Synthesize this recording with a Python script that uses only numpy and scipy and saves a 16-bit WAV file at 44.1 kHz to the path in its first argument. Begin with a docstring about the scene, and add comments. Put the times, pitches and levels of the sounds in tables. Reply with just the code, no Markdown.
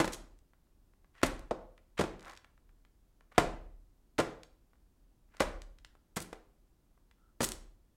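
"""Over a faint low hum and thin hiss, hard soles land slowly and unevenly on gritty concrete in a bare room.
A few milliseconds of faint grainy noise lead into each heel knock, a short dead ring of coloured noise, and
the flat of the sole slaps after it. The room answers with scattered echoes and a noise tail, and its lowest
mode booms on as a decaying sine. Light taps fall among the steps; scrapes and ticks of filtered noise grains,
then faint squeaks, join in."""
import sys
import numpy as np
from scipy import signal
from scipy.fft import rfft, irfft, next_fast_len
from scipy.io import wavfile
from scipy.ndimage import uniform_filter1d

SR = 44100
rng = np.random.default_rng(int(sys.argv[2]) if len(sys.argv) > 2 else 0)


def unload_wav(signal):
    """Save mono or channel-first audio to the path in sys.argv[1] as 16-bit WAV at rate SR, clipped to [-1, 1]."""
    wavfile.write(
        sys.argv[1],
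        SR,
        np.round(np.clip(np.atleast_2d(signal).T, -1, 1) * 32767).astype(np.int16),
    )


N = 351029

# Steps, heel first and then the flat of the sole. Each row: heel start in seconds, heel level in dB,
# hollow note in Hz, heel bass lift in dB, heel treble lift in dB, heel t60 in seconds, sole lag in seconds,
# sole level over the heel in dB, lead-in noise level in dB before its fades, room boom in dB before its trim.
STEP_ROWS = [(0.0005, 15.5, 285, -0.5, 1.5, .045, .011, -6.5, -48, -41),
             (1.231, 17.5, 280, 0.5, 3.5, .038, 0.013, -15, -48.5, -36.5),
             (1.993, 12, 480, 7.5, -2, 0.048, .016, -1, -36, -45.5),
             (3.3796, 22.5, 660, -0.5, -0.5, .031, .016, -15, -52.5, -34),
             (4.186, 16.5, 470, 1, -2.5, .055, .013, -5, -36.5, -50.5),
             (5.403, 15.5, 565, 0, 2, .045, .014, -7.5, -38.5, -36.5),
             (6.167, 2.5, 180, 7.5, 4.5, 0.061, .008, -3.5, -45.5, -55.5),
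             (7.405, 11, 380, 5.5, 1, 0.061, .026, -7.5, -65.5, -41)]
BOOM_HZ = 36.7  # the room's lowest mode


def amp(db):
    """Linear gain of a level in dB."""
    return 10 ** (np.asarray(db) / 20)


def unit(x):
    """Scale x to an rms of 1."""
    return x / np.sqrt(np.mean(x ** 2) + 1e-20)


def burst(x):
    """Scale x so that its loudest 4 ms have rms 1."""
    loudest_power = uniform_filter1d(x ** 2, size=176, mode="constant").max()
    return x / np.sqrt(loudest_power + 1e-20)


def along(points, hz):
    """Read a curve of (Hz, value) points on a log frequency axis."""
    point_hz, values = np.transpose(points)
    return np.interp(np.log(hz + 1), np.log(point_hz), values)


def add(track, s, x):
    """Mix x into the track from second s on."""
    start = max(round(s * SR), 0)
    track[start:start + len(x)] += x[:N - start]


def band(x, low_hz, high_hz, order=2):
    """Causal band-pass."""
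    edges = [min(low_hz, SR / 3), min(high_hz, SR * .45)]
    return signal.sosfilt(signal.butter(order, edges, "bandpass", fs=SR, output="sos"), x)


def spread_to(x, level_db, span):
    """Causal colouring that brings the spectrum of x to level_db(hz); peaks narrower than span x frequency stay."""
    size = 16384
    spectrum, hz = rfft(x, size), np.fft.rfftfreq(size, 1 / SR)
    bins = np.arange(len(hz))
    reach = (16 + span * bins).astype(int)
    low, high = np.maximum(bins - reach, 0), np.minimum(bins + reach, bins[-1])
    power = np.cumsum(np.abs(spectrum) ** 2)
    broad = np.sqrt((power[high] - power[low]) / (high - low) + 1e-9)  # mean over neighbouring frequencies
    # folding the cepstrum forward in time makes the filter minimum phase
    cepstrum = irfft(np.log(amp(level_db(hz)) / broad))
    cepstrum[1:size // 2] *= 2
    cepstrum[size // 2:] = 0
    return irfft(spectrum * np.exp(rfft(cepstrum)))[:size // 2]


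def background():
    """Noise shaped into low rumble and thin hiss, with a narrow band at the lowest mode as an unsteady hum."""
    # The quiet floor's colour. Each row: frequency in Hz, relative spectral level in dB.
    hush_colour = [(15, -13), (28, -4), (42, -4.5), (62, -9.5), (100, -16.5), (200, -20.5), (320, -20.5),
                   (450, -29.5), (900, -34), (2200, -43.5), (6000, -45), (15000, -46.5)]
    hz = np.fft.rfftfreq(N, 1 / SR)
    hush = unit(irfft(rfft(rng.standard_normal(N)) * amp(along(hush_colour, hz)), N))
    resonance = 1 / (1 + ((hz - BOOM_HZ) / 3) ** 2)
    hum = unit(irfft(rfft(rng.standard_normal(N)) * resonance, N))
    return amp(-68) * hush + amp(-70.5) * hum


def body_db(hz):
    """The lift that the resonances of sole and floor give to every contact."""
    # Resonances of sole and floor. Each row: centre in Hz, width in Hz, lift in dB.
    resonances = [(158, 18, 1.5), (330, 45, 4.5), (532, 37, 4), (786, 60, 1), (1090, 150, 2.5),
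                  (1395, 83, 3), (1690, 970, 2.5), (2017, 45, 4.5), (2340, 44, 2.5), (3740, 600, 0.5),
                  (8200, 3000, 3.5)]
    return sum(db / (1 + (2 * (hz - centre) / width) ** 2) for centre, width, db in resonances)


def room(x):
    """The room's answer: a scatter off the near walls, and a tail whose treble dies first."""
    # How long the room rings. Each row: frequency in Hz, t60 in seconds.
    ring_times = [(60, .55), (250, .51), (600, .49), (1500, .45), (4000, .40), (8000, .34), (14000, .26)]
    hz, t, z = signal.stft(rng.standard_normal(SR * 3 // 4), SR, nperseg=256)
    decay = amp(-60 * t / along(ring_times, hz)[:, None])
    tail = signal.istft(z * decay, SR, nperseg=256)[1]
    t = np.arange(len(tail)) / SR
    tail *= 1 - np.exp(-t / 0.0023)
    sparse = (rng.random(len(t)) < .03) * (t > .004)  # few echoes, none in the first 4 ms
    walls = rng.standard_normal(len(t)) * sparse * amp(-60 * t / 0.1)
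    answer = tail / np.linalg.norm(tail) + amp(-4) * walls / np.linalg.norm(walls)
    return signal.fftconvolve(x, answer)


def grit(x, centre_hz):
    """Grainy noise takes a broad hump, tinted by the same resonances as the blows."""
    # The colour of crushed grains. Each row: octaves from the centre, level in dB before the treble loss.
    grain_hump = [(-6, -32), (-3, -12), (-1.5, -2), (-.3, 0), (.4, -3), (1.2, -14), (2.5, -27)]

    def colour_db(hz):
        hump_db = np.interp(np.log2((hz + 1) / centre_hz), *np.transpose(grain_hump))
        treble_loss_db = 8 * (hz / 16000) ** 4
        return np.maximum(hump_db - treble_loss_db, -60) + body_db(hz)

    return spread_to(x, colour_db, span=0.1)[:len(x)]


def grainy_noise(length, db, hz):
    """Sparse noise grains of very uneven size, in clumps, fade in and out and excite the room."""
    count = int(length * SR)
    # the clumps swell and thin on a curve with 300 random points a second
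    clumps = np.interp(np.arange(count) / SR * 300, np.arange(64), rng.standard_normal(64))
    grains = rng.standard_normal(count) * (rng.random(count) < .25)
    grains *= amp(2.5 * rng.exponential(size=count) + 3.8 * clumps)
    dry = amp(db) * unit(grit(grains, hz)) * np.sqrt(np.hanning(count))
    sound = amp(-10.0) * room(dry)
    add(sound, 0, dry)
    return sound


def knock(db, hollow_hz, bass_db, treble_db, t60):
    """A rough contact rings the body's resonances; how it lands sets its hollow note, bass and treble."""
    # The basic colour of a contact. Each row: frequency in Hz, level in dB.
    contact_colour = [(160, -0.5), (330, 0.5), (620, -0.5), (1700, -10), (6500, -22)]
    # Every blow thins out at both ends. Each row: frequency in Hz, level in dB.
    end_loss = [(25, -18), (55, -7), (90, -5.5), (140, -1.5), (6500, -2), (9300, -7), (12000, -11.5),
                (16000, -25.5)]
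    # How much of the bass or treble lift each frequency takes. Each row: frequency in Hz, share of the lift.
    bass_share = [(180, 0.94), (330, .5), (600, 0.074)]
    treble_share = [(700, 0.053), (1800, 0.9), (5000, .85), (11000, 1.25)]
    t = np.arange(SR // 6) / SR
    # a duller contact is a softer one: its 1 ms build-up doubles for every 8 dB of treble lost
    build_s = .001 * 2 ** (-treble_db / 8)
    crunch = rng.standard_normal(len(t)) * amp(-60 * t / t60) * (1 - np.exp(-t / build_s))

    def colour_db(hz):
        # the hollow under the sole lifts its note by 5.5 dB, with a half width of 0.22 octaves
        hollow_db = 5.5 / (1 + (np.log2((hz + 1) / hollow_hz) / 0.22) ** 2)
        tilt_db = bass_db * along(bass_share, hz) + treble_db * along(treble_share, hz)
        fixed_db = along(contact_colour, hz) + along(end_loss, hz) + body_db(hz)
        return db + hollow_db + tilt_db + fixed_db

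    # the room gathers sound from all directions, which evens out the narrow peaks
    sound = amp(-9) * room(spread_to(crunch, colour_db, span=0.014))
    add(sound, 0, spread_to(crunch, colour_db, span=0.14))
    return sound


def steps():
    """Faint grainy noise leads into each heel knock, then the sole slaps; one-piece taps fall in between."""
    # Light taps. Each row: start in seconds, level in dB, hollow note in Hz, bass lift in dB, treble lift in dB.
    tap_rows = [(.0435, 7.5, 800, 2, 0.5), (.0763, 1.5, 269, 1.5, 5), (1.5089, 15.5, 570, -8, -15),
                (2.038, 6.5, 360, 0, -6), (6.3283, -2, 426, -2.5, -2)]
    lead_in_s, lead_in_hz = 0.0055, 2800  # length, centre
    sole_bass_db, sole_treble_db = -3.5, 1.5
    sole_t60_s, tap_t60_s = .05, .024
    track = np.zeros(N)
    for s, db, hollow_hz, bass_db, treble_db, heel_t60, lag, sole_db, lead_in_db, _ in STEP_ROWS:
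        add(track, s - lead_in_s, grainy_noise(lead_in_s, lead_in_db, lead_in_hz))
        add(track, s, knock(db, hollow_hz, bass_db, treble_db, heel_t60))
        slap = knock(db + sole_db, hollow_hz, sole_bass_db, sole_treble_db, sole_t60_s)
        add(track, s + lag, slap)
    for s, *landing in tap_rows:
        add(track, s, knock(*landing, tap_t60_s))
    return track


def boom():
    """The room's lowest mode swells after each step's heel and rings on, among weaker neighbours."""
    track, t = np.zeros(N), np.arange(2 * SR) / SR
    decay = amp(-60 * t / 1.2)
    swell = (1 - np.exp(-t / 0.045)) * decay
    mode = swell * np.sin(2 * np.pi * BOOM_HZ * t)
    for s, *_, db in STEP_ROWS:
        neighbours = unit(band(rng.standard_normal(len(t)), 16, 56)) * decay
        add(track, s, amp(db - 0.5) * (mode + amp(-8) * neighbours))
    return track


def scuffs():
    """A sliding sole catches and slips, crushing grit that scrapes as clumped noise grains."""
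    # Drags. Each row: start in seconds, length in seconds, level in dB before the fades, centre in Hz.
    drag_rows = [(.051, .010, -43, 7190), (0.119, .036, -41.5, 7800), (1.136, .095, -63, 2295),
                 (1.255, .02, -44, 9500), (1.971, .032, -42, 2300), (2.213, .15, -51.5, 1390),
                 (3.312, .022, -59, 1400), (3.345, .034, -60.5, 2200), (5.297, .14, -67, 1800),
                 (6.159, .022, -39.5, 9000), (6.214, .016, -45, 12500), (7.403, .036, -36.5, 7500),
                 (7.427, .027, -30, 11000)]
    track = np.zeros(N)
    for s, length, db, hz in drag_rows:
        add(track, s, grainy_noise(length, db, hz))
    return track


def loose_grains(start, length, db, hz, count):
    """Rows (s, dB, centre Hz) of grains that snap at uneven moments through a stretch."""
    times = start + length * (np.arange(count) + rng.random(count)) / count
    size, pitch = rng.standard_normal((count, 2)).T
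    # grains scatter by 2.5 dB in level and 0.35 octaves in pitch
    return list(zip(times, db + 2.5 * size, hz * 2 ** (.35 * pitch)))


def ticks():
    """Single grains snap in a few milliseconds, each a decaying noise burst with the room's answer."""
    # Single snaps. Each row: start in seconds, level in dB, centre in Hz.
    snap_rows = [(.3885, -70, 6950), (.534, -65, 1390), (.936, -70.5, 1480), (1.045, -66, 1380),
                 (1.216, -49.5, 1790), (1.3935, -57, 8500), (1.778, -60, 2275), (2.297, -54, 4500),
                 (2.374, -51.5, 4080), (2.445, -55, 2030), (2.577, -66.5, 1500), (2.692, -69, 1800),
                 (2.85, -64.5, 2370), (3.208, -61, 1570), (4.4331, -51, 4490), (4.733, -66, 1250),
                 (5.348, -58.5, 1106), (5.368, -57.5, 5000), (5.6186, -50.5, 4930), (5.786, -61.5, 3980),
                 (5.8475, -49.5, 3420), (5.952, -61, 990), (6.203, -42.5, 10000), (6.976, -68, 894),
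                 (7.112, -63, 2606), (7.4885, -37.5, 10990), (7.5188, -36.5, 7900)]
    track, t = np.zeros(N), np.arange(SR // 25) / SR
    # loose grains crackle while the sole twists; strays snap under the shifting weight
    twist = loose_grains(2.188, .19, db=-60, hz=5200, count=12)
    strays = loose_grains(0, N / SR, db=-78, hz=1390, count=16)
    envelope = amp(-60 * t / 0.0086) * (1 - np.exp(-t / .0005))
    for s, db, hz in list(snap_rows) + twist + strays:
        snap = amp(db) * burst(grit(rng.standard_normal(len(t)) * envelope, hz))
        add(track, s, snap)
        add(track, s, amp(-11) * room(snap))
    return track


def squeaks():
    """The rubbing sole squeaks faintly: narrow bands of noise that fade in and out."""
    # Squeaks. Each row: start in seconds, length in seconds, level in dB before the fades, centre in Hz.
    squeak_rows = [(1.14, .09, -68, 1900), (7.151, 0.21, -79.5, 1340)]
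    width_hz = 160
    track = np.zeros(N)
    for s, length, db, hz in squeak_rows:
        rub = band(rng.standard_normal(int(length * SR)), hz - width_hz / 2, hz + width_hz / 2)
        add(track, s, amp(db) * unit(rub) * np.sqrt(np.hanning(len(rub))))
    return track


def scene():
    """Background, steps, the room's boom, grit and squeaks at one microphone."""
    return (background() + steps() + boom() + scuffs() + ticks() + squeaks())[None]


def record(dry):
    """The recorder keeps nothing above its band limit."""
    top_hz = 16050
    size = next_fast_len(N + SR)
    kept = np.fft.rfftfreq(size, 1 / SR) < top_hz
    return irfft(rfft(dry, size) * kept, size)[:, :N]


dry = scene()
out = record(dry)
unload_wav(out)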